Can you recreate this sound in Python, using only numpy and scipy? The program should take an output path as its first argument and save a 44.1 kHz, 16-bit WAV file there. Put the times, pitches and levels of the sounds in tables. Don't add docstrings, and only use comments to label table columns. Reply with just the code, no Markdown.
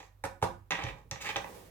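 import sys
import numpy as np
from scipy import signal
from scipy.fft import rfft, irfft
from scipy.io import wavfile
from scipy.ndimage import uniform_filter1d

SR = 44100
rng = np.random.default_rng(int(sys.argv[2]) if len(sys.argv) > 2 else 0)


def rack_gain(trim_db):
    fader = np.asarray(trim_db, float)
    return 10 ** (fader / 20)


def wav_out(sig):
    wavfile.write(sys.argv[1], SR, np.round(np.clip(np.atleast_2d(sig).T, -1, 1) * 32767).astype(np.int16))


N = 74970


def table(rows, hz):
    r = np.array(rows, float)
    return np.interp(np.log(hz + 1), np.log(r[:, 0]), r[:, 1])


def envelope_db(t, rows):
    r = np.array(rows, float)
    return np.interp(t, r[:, 0], r[:, 1])


def colour(x, rows):
    n = x.shape[-1]
    gain = rack_gain(table(rows, np.fft.rfftfreq(n, 1 / SR)))
    return irfft(rfft(x) * gain, n)


def unit(x):
    return x / np.sqrt(np.mean(x ** 2))


def ring(modes, scatter_db=2, detune=0.016, damp=1):
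    m = np.array(modes, float)
    t = np.arange(SR // 3)[:, None] / SR
    chance = rng.standard_normal((2, len(m)))
    hz = m[:, 0] * (1 + detune * chance[0])
    strength = rack_gain(m[:, 1] + scatter_db * chance[1])
    sign = (-1) ** np.arange(len(m))
    decay = 1000. ** (-t / m[:, 2] / damp)
    return (strength * sign * np.sin(2 * np.pi * hz * t) * decay).sum(axis=1)


def crack(db, decay_s):
    n = SR // 3
    return rack_gain(db) * rng.standard_normal(n) * np.exp(-np.arange(n) / SR / decay_s)


def add(out, s, db, contact_ms, body):
    k = max(contact_ms * SR / 1000, 1.)
    push = np.sin(np.pi * (np.arange(int(k) + 1) + .5) / (k + 1))
    y = rack_gain(db) * np.convolve(body, push / push.sum())
    i = int(s * SR)
    out[i:i + len(y)] += y[:N - i]


# f/Hz, likeness (0-1)
LIKENESS = [(60, 0.91), (125, 0.9), (250, 0.78), (700, 0.1), (2000, 0.13), (6000, 0.11), (15000, .01)]


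def pair(size):
    c = np.clip(table(LIKENESS, np.fft.rfftfreq(size, 1 / SR)), 0, 1)
    mid, side = rfft(rng.standard_normal((2, size)))
    mid = mid * np.sqrt((1 + c) / 2)
    side = side * np.sqrt((1 - c) / 2)
    return irfft(np.array([mid + side, mid - side]), size)


# f/Hz, level/dB per Hz (relative)
TONE_COLOUR = [(18, -34), (30, -18), (60, -14.5), (100, -19.5), (194, -34), (800, -33), (1910, -44),
               (5000, -51.5), (9220, -53), (13700, -47), (16000, -50)]


def room_tone():
    tone_db = -67.5
    return rack_gain(tone_db) * unit(colour(pair(N), TONE_COLOUR))


# f/Hz, level/dB (rms before the stereo balance)
HUM = [(49.5, -62.5), (100, -65)]


def mains_hum(t):
    return sum(rack_gain(db) * np.sqrt(2) * np.sin(2 * np.pi * (hz * t + rng.random())) for hz, db in HUM)


# f/Hz, level/dB, t60/s
DESK = [(58.2, -20.5, 0.73), (99, -0.5, 0.11), (174, -6.5, 0.084), (215.2, -12.5, 0.1),
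        (276.6, -11.5, 0.071), (350.5, -16, 0.24), (433.7, -3.5, 0.033), (536, -2, 0.077),
        (637, -10, 0.084), (797.4, 5, 0.03), (983, 5, 0.027), (1190.5, -3.5, 0.051), (1390, -41, 0.018),
        (1590, -11.5, 0.096)]
# f/Hz, level/dB, t60/s
PLUG = [(861, -15, 0.045), (1240, -2.5, 0.0063), (1586, -5, 0.031), (1827, -2, 0.018), (1908, -1.5, 0.033),
        (2050, -1.5, 0.021), (2300, 3, 0.012), (2573, 1.5, 0.014), (2845, 3.5, 0.0084), (3460, 8, 0.004),
        (3796, -3, 0.0066)]
# t/s, level/dB, scrape level/dB, desk level/dB (both relative)
DRAG = [
    [(0, -53.5, -0.5, -18), (.04, -69.5, 13, -11), (.09, -78, 8, 1)],
    [(.715, -38.5, -12, -5), (.76, -47, -1, -19), (.80, -43.5, -15, -2), (.85, -45, -10, -2),
     (.895, -45, -8, -4), (.925, -71, -6, 9), (.99, -73.5, 11, 12), (1.1, -98, -3, -7)],
    [(1.115, -52.5, 0, 6), (1.17, -59.5, 4, -15), (1.2, -55.5, -5, -1), (1.212, -45.5, 8.5, -6.5),
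     (1.225, -48, 10, -22), (1.235, -50, 7, 0.5), (1.265, -35, -1.5, -14), (1.28, -45, -1, -17),
     (1.3, -36.5, -4, -26), (1.33, -54, -13, -5), (1.36, -65, -11, -6), (1.42, -77, -15, 15),
     (1.48, -69.5, -12, 5), (1.6, -67, 2, 4.5), (1.7, -75, -12, -5)],
]


def drag(t):
    ticks_per_s, scatter_db, damp = 3100, 3.6, 0.65
    slips = rng.random(N) < ticks_per_s / SR
    size = rack_gain(scatter_db * np.minimum(rng.exponential(size=N), 3.5))
    ticks = slips * size * rng.standard_normal(N)

    def excite(modes):
        body = ring(modes, scatter_db=0.5, damp=damp)
        return unit(signal.fftconvolve(ticks, body)[:N])

    cable, desk = excite(PLUG), excite(DESK[2:])
    scrape_colour = [(2500, -8.5), (3500, -2), (4800, -3), (6000, -1), (7500, 0), (9000, -15.5),
                     (15000, -7.5)]
    scrape = rack_gain(-10) * unit(colour(ticks, scrape_colour))
    out = 0
    for rows in DRAG:
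        r = np.array(rows, float)
        level, bright, wood = (rack_gain(np.interp(t, r[:, 0], column)) for column in r[:, 1:].T)
        moving = (t >= r[0, 0]) * (t < r[-1, 0])
        out = out + level * moving * (cable + bright * scrape + wood * desk)
    return out


# f/Hz, t60/s
ROOM_T60 = [(60, 0.32), (200, 0.42), (500, 0.24), (1500, 0.35), (4000, 0.24), (9000, 0.27), (15000, 0.31)]
# f/Hz, level/dB
ROOM_DB = [(60, -2.5), (250, -0.5), (1000, 2), (2500, -4), (6000, 0.5), (15000, -8.5)]


def room(x):
    onset_s, early_db, early_t60_s = 0.0011, 0.5, 0.095
    size = SR // 2
    t, hz = np.arange(size) / SR, np.fft.rfftfreq(size, 1 / SR)
    spec = rfft(pair(size))
    tail = 0
    for k in range(9):
        f = 60 * 2. ** k
        band = np.clip(1 - abs(np.log2(np.clip(hz, 60, 15360) / f)), 0, 1)
        decay = 1000. ** (-t / table(ROOM_T60, f))
        tail = tail + rack_gain(table(ROOM_DB, f)) * irfft(spec * band, size) * decay
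    early = 1 + rack_gain(early_db) * 1000. ** (-t / early_t60_s)
    tail = tail * (1 - np.exp(-t / onset_s)) * early
    spec = rfft(tail)
    power = abs(spec) ** 2 + 1e-12
    even = np.sqrt(uniform_filter1d(power, size=250) / uniform_filter1d(power, size=30))
    tail = irfft(spec * even, size)[:, :size * 4 // 5]
    return signal.fftconvolve(x[None], tail / np.sqrt(0.031 * SR))[:, :N]


# f/Hz, level/dB, t60/s
SLEEVE = [(4420, 5.5, 0.0022), (5785, 1.5, 0.0093), (6410, 3.5, 0.0051), (7550, -5.5, 0.0073),
          (9560, -18, 0.012), (12300, -11, 0.0035)]
# t/s, level/dB, contact/ms, desk level/dB, sleeve level/dB (both relative)
TAPS = [(.0020, -56.5, 0.067, 3.5, 5), (.0100, -68, 0.2, -1, -26), (.0280, -50, 0.25, -7.5, -3),
        (0.7069, -27, 0.05, -13.5, -6), (.7120, -35.5, 0.033, -16, 3.5), (.7180, -36.5, 0.18, -22, -28),
        (0.7199, -24.5, 0.16, -15, -14), (.7300, -32.5, 0.32, -4.5, -25), (0.753, -32, 0.078, -18, -17),
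        (0.7892, -27.5, 0.49, -16, -30), (.8380, -35, 0.3, -12, -3.5), (1.1121, -37, .1, -14.5, 6.5),
        (1.119, -49, 0.18, -1.5, -14), (1.128, -52, 0.045, -0.5, -27), (1.158, -40.5, 0.17, -12, -27),
        (1.266, -44, .15, -8, -13.5), (1.29, -36, 0.12, -7, -1.5), (1.3593, -27.5, 0.11, -9.5, -20),
        (1.3650, -35.5, 0.14, -18, 4.5), (1.3680, -34.5, 0.13, -3.5, -26), (1.3735, -40, 0.079, -28, -39),
        (1.3790, -58, .2, -11, -20.5), (1.4426, -36, 0.33, -7, -14)]


def taps():
    out = np.zeros(N)
    for s, db, ms, desk_db, sleeve_db in TAPS:
        add(out, s, db, ms, ring(PLUG) + rack_gain(desk_db) * ring(DESK[2:]))
        add(out, s, db + sleeve_db, .03, ring(SLEEVE) + crack(-7, 0.0014))
    return out


# t/s, level/dB
LEAN = [(.22, -120), (.25, -67), (0.298, -68), (.6, -62.5), (.7, -75.5), (.9, -51.5), (1.049, -63.5),
        (1.15, -59.5), (1.35, -59), (1.7, -68.5)]
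# f/Hz, level/dB
LEAN_COLOUR = [(35, 4.5), (60, 14.5), (100, 0.5), (200, -3), (500, -9.5), (1000, -36.5)]


def lean(t):
    waver = unit(uniform_filter1d(rng.standard_normal(N), size=2500))
    rumble = unit(colour(rng.standard_normal(N), LEAN_COLOUR))
    return rumble * rack_gain(envelope_db(t, LEAN) + 1.7 * waver)


# f/Hz, level/dB, t60/s
SHELL = [(1400, -3, .012), (1780, -5, .012), (2240, -8, .012), (2760, -12, .01), (3150, -14, .008),
         (3610, -11, .01), (4400, -18, .007), (5100, -20, .006), (5820, -17, .012), (6600, -20, .006),
         (7800, -20, .006), (11000, -22, .004)]
# t/s, level/dB, contact/ms, shell level/dB (relative)
KNOCKS = [(.2385, -35.5, 0.44, 7), (.2420, -44, 0.83, -26), (.2490, -41.5, 0.75, 10),
          (.2530, -43, 0.8, 11.5), (0.4168, -46.5, 0.54, 1.5), (.4250, -25.5, 0.4, 0.5),
          (0.4297, -49.5, 0.14, 19), (0.436, -34, 1.8, 2), (0.4401, -42, 0.236, 12.5)]


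def knocks():
    out = np.zeros(N)
    for s, db, ms, shell_db in KNOCKS:
        add(out, s, db, ms, ring(DESK))
        add(out, s, db + shell_db, .05, ring(SHELL) + crack(-6, 0.0065))
    return out


# t/s, level/dB, contact/ms
BUMPS = [(.505, -69, 8.2), (.840, -25.5, 2.65), (0.852, -41, 7.2), (0.718, -37, 2.5), (0.929, -36, 5.5),
         (1.049, -51, 1.86), (1.115, -32, 3.1), (1.134, -64, 4), (1.367, -34, 5.7)]


def bumps():
    out = np.zeros(N)
    for s, db, ms in BUMPS:
        add(out, s, db, ms, ring(DESK, damp=0.46))
    return out


# t/s, level/dB
RUB = [(1.1, -120), (1.2, -67), (1.3, -51.5), (1.4, -55.5), (1.5, -50.5), (1.601, -52.5), (1.7, -60.5)]
# f/Hz, level/dB per Hz (relative)
RUB_COLOUR = [(65, -20), (110, -14.5), (167, -3.5), (223, -12), (503, -1.5), (1070, -22), (1430, -20),
              (1690, -21), (1990, -22.5), (2450, -23.5), (16000, -26)]


def rub(t):
    flicker = unit(uniform_filter1d(rng.standard_normal(N), size=1500))
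    return unit(colour(pair(N), RUB_COLOUR)) * rack_gain(envelope_db(t, RUB) + 0.82 * flicker)


def scene():
    left_db, top_pan_db, lag_s = -4.5, 2, .0001
    t = np.arange(N) / SR
    near = knocks() + taps() + bumps() + drag(t)
    hum = mains_hum(t)
    direct = np.array([near, np.interp(t - lag_s, t, near)])
    mix = direct + room(near) + rub(t) + lean(t) + room_tone() + hum
    left = [(3000, left_db / 2), (13000, (left_db + top_pan_db) / 2)]
    right = [(f, -db) for f, db in left]
    return np.array([colour(mix[0], left), colour(mix[1], right)])


def band_limit(x):
    return signal.sosfilt(signal.butter(12, 16770, fs=SR, output="sos"), x)


def record(dry):
    low_cut = signal.butter(2, 40, "high", fs=SR, output="sos")
    mix = signal.sosfilt(low_cut, dry)
    return band_limit(mix)


dry = scene()
out = record(dry)
wav_out(out)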